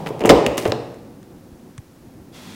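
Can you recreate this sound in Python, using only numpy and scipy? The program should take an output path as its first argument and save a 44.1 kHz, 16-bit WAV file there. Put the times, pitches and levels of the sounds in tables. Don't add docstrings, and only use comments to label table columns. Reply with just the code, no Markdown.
import sys
import numpy as np
from scipy import signal
from scipy.fft import rfft, irfft, next_fast_len
from scipy.io import wavfile
from scipy.ndimage import map_coordinates

SR = 44100
rng = np.random.default_rng(int(sys.argv[2]) if len(sys.argv) > 2 else 0)


def waveform_to_disk(signal):
    frames = np.transpose(np.atleast_2d(signal))
    scaled = np.clip(frames, -1, 1) * 32767
    samples = np.round(scaled).astype(np.int16)
    wavfile.write(sys.argv[1], SR, samples)


N = 112454
TIME = np.arange(N) / SR

# t/s, frame body level/dB, clack level/dB, snap level/dB,
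# top click level/dB, latch ring level/dB, frame t60/s, metal t60/s
KNOCKS = [(.0618, -22, -24, -37.5, -54, -50, 0.048, .02), (.0698, -22, -23.5, -34, -39, -50, 0.059, 0.028),
          (.105, -15, -57, -52, -59.5, -62, 0.03, 0.037), (.1938, -59, -33, -35.5, -34, -61, .03, 0.0062),
          (.2052, -21.5, -31, -35.5, -41, -58, 0.27, 0.038),
          (.2152, -20.5, -29, -50, -48, -35, 0.19, 0.054), (.2378, -14, -31, -37.5, -39.5, -24, 0.11, .022),
          (0.249, -5, -19.5, -32.5, -40, -23, 0.044, 0.012),
          (.2555, -19.5, -19.5, -35.5, -24, -42, .05, 0.069),
          (.2728, -9, -24.5, -29.5, -46, -52.5, 0.035, 0.03),
          (.2925, -5.5, -2.5, -12.5, -13.5, -10, 0.043, 0.016),
          (0.2968, 3.5, -9.5, -8.5, -21, -14.5, .07, 0.044), (.3025, 0, -9, -15, -20, -34, .08, 0.041),
          (.3135, -4, -48, -28, -48, -59, 0.087, 0.027), (.356, -12, -30.5, -47, -49.5, -53, 0.039, .03),
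          (.4636, -11.5, -13.5, -22, -19.5, -10, 0.051, 0.017),
          (.5785, -13.5, -19.5, -21, -18.5, -24, 0.026, 0.022),
          (0.6532, -9, -16.5, -25, -31.5, -52, 0.047, 0.011),
          (0.6569, -7, -23.5, -48.5, -45, -52, 0.025, 0.053),
          (.7202, -10.5, -12, -10, -28.5, -53, 0.035, 0.0067)]
# f/Hz, relative level/dB
BODY_COLOUR = [(40, -28), (110, -17), (180, -11.5), (270, -4), (380, -2.5), (460, -1), (570, -2.5),
               (680, -10.5), (800, -10.5), (1050, -18), (1600, -40), (4000, -71)]
# f/Hz, relative level/dB
CLACK_COLOUR = [(300, -37.5), (800, -6), (1250, 4.5), (1500, 0.5), (2000, 3), (2400, 2), (2830, -0.5),
                (3100, -0.5), (3800, -22.5), (6000, -38)]
# f/Hz, relative level/dB
SNAP_COLOUR = [(1500, -39), (2800, -4.5), (3600, 3.5), (4300, -0.5), (5200, 0), (6300, -11), (10000, -31)]
# f/Hz, relative level/dB
CLICK_COLOUR = [(3500, -46), (6200, 4), (9500, -2), (12500, -7.5), (15500, -8)]
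# f/Hz, relative level/dB, t60/s
LATCH_MODES = [(2620, -5, .018), (2830, 0, .026), (3200, -9, .016), (4600, -16, .015), (8450, -24, .015)]
SASH_HZ = [119, 172, 224, 268, 338, 435, 460, 553, 588, 712, 776, 1015]
SASH_MODE_DB = [-8, -15, -5.5, -7, -10, 1, -8.5, -13.5, -20, -13, -4.5, -13.5]
SASH_T60_S = [.8, 0.79, 0.19, 0.15, 0.87, 0.28, 0.32, 0.29, 0.28, 0.68, 0.15, 0.32]
# f/Hz, relative level/dB, t60/s
LOCKED_MODES = [(138, 1, .6), (470, -4, .8), (481, -1, .95)]
BODY_ATTACK_S, METAL_ATTACK_S = 0.00054, 0.00017
EVENNESS = 0.71
SASH_DB = -16
LOCKED_S, LOCKED_DB = .72, -31

# start t/s, length/s, level/dB
RUBS = [(0.057, 0.043, -44.5), (0.569, 0.033, -32.5), (0.6, 0.083, -40), (0.656, 0.053, -44.5)]
# f/Hz, relative level/dB
RUB_COLOUR = [(300, -43), (1000, -2), (2500, -0.5), (4500, -5), (7500, -8), (11000, -10.5), (15500, -15)]
RUB_ATTACK_S, RUB_RELEASE_S, RUB_GRAIN_DB = 0.0042, 0.0084, 3.5

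# t/s, level/dB, first f/Hz, last f/Hz, length/s
THUDS = [(.292, -23, 74, 30.7, 0.058), (.318, -29, 330, 150, 0.045), (.33, -24, 69, 57, .07),
         (0.469, -32, 68, 58, 0.076), (.68, -21, 86, 125, 0.035), (1.518, -36.5, 104, 45, .03),
         (1.782, -27, 174, 68, 0.022)]
# t/s, level/dB
TICKS = [(.943, -44), (1.229, -46), (1.779, -32.5)]
# f/Hz, relative level/dB
TICK_COLOUR = [(200, -22), (600, -10), (850, -14), (1100, -1), (1380, -9), (1650, -1), (2400, -6),
               (3000, -12), (3400, -6), (4000, -14), (5000, -20), (6100, -9), (9800, -12), (11000, -34),
               (15000, -45)]
TICK_T60_S = .017

# f/Hz, relative level/dB
HISS_COLOUR = [(290, -40), (500, -22), (603, -1), (666, -7), (706, -2.5), (982, -3.5), (1170, -5.5),
               (2720, -7), (3060, -10), (3330, -1.5), (3790, -7), (6180, -11.5), (15500, -23.5)]
# f/Hz, level relative to the hiss/dB
HISS_WHISTLES = [(1003, -17), (3303, -17)]
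HISS_START_S, HISS_RISE_S, HISS_DB, HISS_GROWS_DB_PER_S = 2.318, 0.035, -45.5, 6

# f/Hz, t60/s
ROOM_T60 = [(100, 0.58), (300, .8), (700, 0.84), (2000, 0.81), (5000, 0.73), (9000, 0.65), (15000, .3)]
# f/Hz, level/dB
ROOM_GAIN = [(100, -5.5), (500, -3), (900, -0.5), (1400, -7), (2800, -8.5), (4000, -11.5), (5000, -10),
             (7000, -11.5), (8500, -7.5), (10000, -15), (14000, -9)]
ROOM_BUILD_S = 0.0027

# t/s, level/dB
TONE_LEVEL = [(0, -41), (.9, -42.5), (1.2, -42), (1.55, -44.5), (1.68, -41), (1.78, -49.5), (1.92, -49.5),
              (2.02, -45), (2.17, -43.5), (2.3, -42.5), (2.55, -41.5)]
# f/Hz, relative level/dB
TONE_COLOUR = [(15, -58), (25, -22.5), (103, -8), (165, -8), (266, -5), (308, -9), (377, -9), (406, -17.5),
               (534, -15), (575, -24), (743, -21.5), (2000, -46.5), (2600, -64), (4400, -120)]
TONE_WAVER_DB = 1.1
# f/Hz, relative level/dB
HANDLING_COLOUR = [(60, -38.5), (95, -16), (150, 10), (300, -6), (500, -1), (900, -4.5), (1500, -24.5),
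                   (3000, -25), (7000, -36), (15000, -42)]
HANDLING_DB, HANDLING_FADE_DB_PER_S = -30, 26
# f/Hz, relative level/dB
AIR_COLOUR = [(100, 11.5), (1500, 1.5), (3000, -4.5), (6000, -5.5), (9300, -9), (10000, -5), (10700, -9.5),
              (15500, -8.5)]
AIR_DB = -55

CLIP_TOP, TOP_HZ = 1.02, 15850


def amp(db):
    return 10 ** (np.asarray(db) / 20)


def unit(x):
    return x / np.sqrt(np.mean(x ** 2) + 1e-20)


def along(points, hz):
    f, value = np.transpose(points)
    return np.interp(np.log(hz + 1), np.log(f + 1), value)


def add(track, s, x):
    i = round(s * SR)
    track[i:i + len(x)] += x[:N - i]


def noise(colour):
    gain = amp(along(colour, np.fft.rfftfreq(N, 1 / SR)))
    return unit(irfft(rfft(rng.standard_normal(N)) * gain, N))


def wobble(rate):
    knots = rng.standard_normal(int(N * rate / SR) + 4)
    return map_coordinates(knots, [TIME * rate])


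def burst(colour, t60, attack):
    t = TIME[:SR]
    shape = amp(-60 * t / t60) * (1 - np.exp(-t / attack))
    force = rfft(rng.standard_normal(SR) * shape)
    flattened = irfft(force / np.abs(force) ** EVENNESS, SR)
    flattened = flattened * (t < 2 * t60)
    log_gain = np.log(amp(along(colour, np.fft.rfftfreq(SR, 1 / SR))))
    cepstrum = irfft(log_gain, SR)
    body = np.exp(rfft(2 * cepstrum * (t > 0) * (t < .5)))
    coloured = unit(irfft(rfft(flattened) * body, SR))
    return coloured * np.sqrt(np.mean(shape ** 2))


def ring(modes):
    t = TIME[:SR]
    tones = np.zeros(SR)
    for hz, db, t60 in modes:
        decay = amp(db + 2 * rng.normal() - 60 * t / t60)
        tones += decay * np.sin(2 * np.pi * (hz * t + rng.random()))
    return tones * (1 - np.exp(-t / BODY_ATTACK_S))


def room(x):
    hz, t, grains = signal.stft(rng.standard_normal(SR), SR, nperseg=256)
    t60 = along(ROOM_T60, hz)[:, None]
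    even_energy = np.sqrt(2 * np.log(1000) / (t60 * SR))
    gain = amp(along(ROOM_GAIN, hz))[:, None] * even_energy
    tail = signal.istft(grains * gain * amp(-60 * t / t60), SR, nperseg=256)[1][:SR]
    tail = tail * (1 - np.exp(-TIME[:SR] / ROOM_BUILD_S))
    return np.pad(x, (0, SR - 1)) + signal.fftconvolve(x, tail)


def knocks():
    out = np.zeros(N)
    for s, body_db, clack_db, snap_db, click_db, ring_db, frame_t60, metal_t60 in KNOCKS:
        frame = amp(body_db) * burst(BODY_COLOUR, frame_t60, BODY_ATTACK_S)
        metal = np.zeros(SR)
        for db, colour in [(clack_db, CLACK_COLOUR), (snap_db, SNAP_COLOUR), (click_db, CLICK_COLOUR)]:
            metal += amp(db) * burst(colour, metal_t60, METAL_ATTACK_S)
        latch = amp(ring_db) * ring(LATCH_MODES)
        add(out, s, room(frame + metal + latch))
        sash = ring(zip(SASH_HZ, SASH_MODE_DB, SASH_T60_S))
        add(out, s, amp(body_db + SASH_DB) * sash)
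    add(out, LOCKED_S, amp(LOCKED_DB) * ring(LOCKED_MODES))
    return out


def rubs():
    strokes = np.zeros(N)
    for s, length, db in RUBS:
        fade_in = np.clip((TIME - s) / RUB_ATTACK_S, 0, 1)
        fade_out = np.clip((s + length - TIME) / RUB_RELEASE_S + .5, 0, 1)
        strokes += amp(db) * fade_in * fade_out
    friction = unit(noise(RUB_COLOUR) * amp(RUB_GRAIN_DB * wobble(330)))
    return room(strokes * friction)[:N]


def thuds():
    out = np.zeros(N)
    for s, db, first_hz, last_hz, length in THUDS:
        u = np.linspace(0, 1, int(length * SR))
        phase = np.cumsum(first_hz * (last_hz / first_hz) ** u) / SR
        swell = np.sin(np.pi * u ** .75)
        add(out, s, amp(db) * swell * np.sin(2 * np.pi * phase))
    return out


def ticks():
    out = np.zeros(N)
    for s, db in TICKS:
        add(out, s, amp(db) * burst(TICK_COLOUR, TICK_T60_S, METAL_ATTACK_S))
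    return out


def hiss():
    t = TIME - HISS_START_S
    whistles = np.zeros(N)
    for hz, db in HISS_WHISTLES:
        whistles += amp(db) * np.sin(2 * np.pi * hz * TIME + 1.8 * wobble(70))
    level = np.clip(t / HISS_RISE_S, 0, 1) * amp(HISS_DB + HISS_GROWS_DB_PER_S * t)
    return level * (noise(HISS_COLOUR) + whistles)


def background():
    tone_db = np.interp(TIME, *np.transpose(TONE_LEVEL)) + TONE_WAVER_DB * wobble(25.35)
    tone = amp(tone_db) * noise(TONE_COLOUR)
    air = amp(AIR_DB) * noise(AIR_COLOUR)
    handling = amp(HANDLING_DB - HANDLING_FADE_DB_PER_S * TIME) * noise(HANDLING_COLOUR)
    return tone + air + handling


def scene():
    mix = knocks() + rubs() + thuds() + ticks() + hiss() + background()
    return mix[None]


def record(dry):
    clipped = dry / (1 + np.abs(dry / CLIP_TOP) ** 10) ** (1 / 10)
    size = next_fast_len(N + SR // 2)
    in_band = np.fft.rfftfreq(size, 1 / SR) < TOP_HZ
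    return irfft(rfft(clipped, size) * in_band, size)[..., :N]


dry = scene()
out = record(dry)
waveform_to_disk(out)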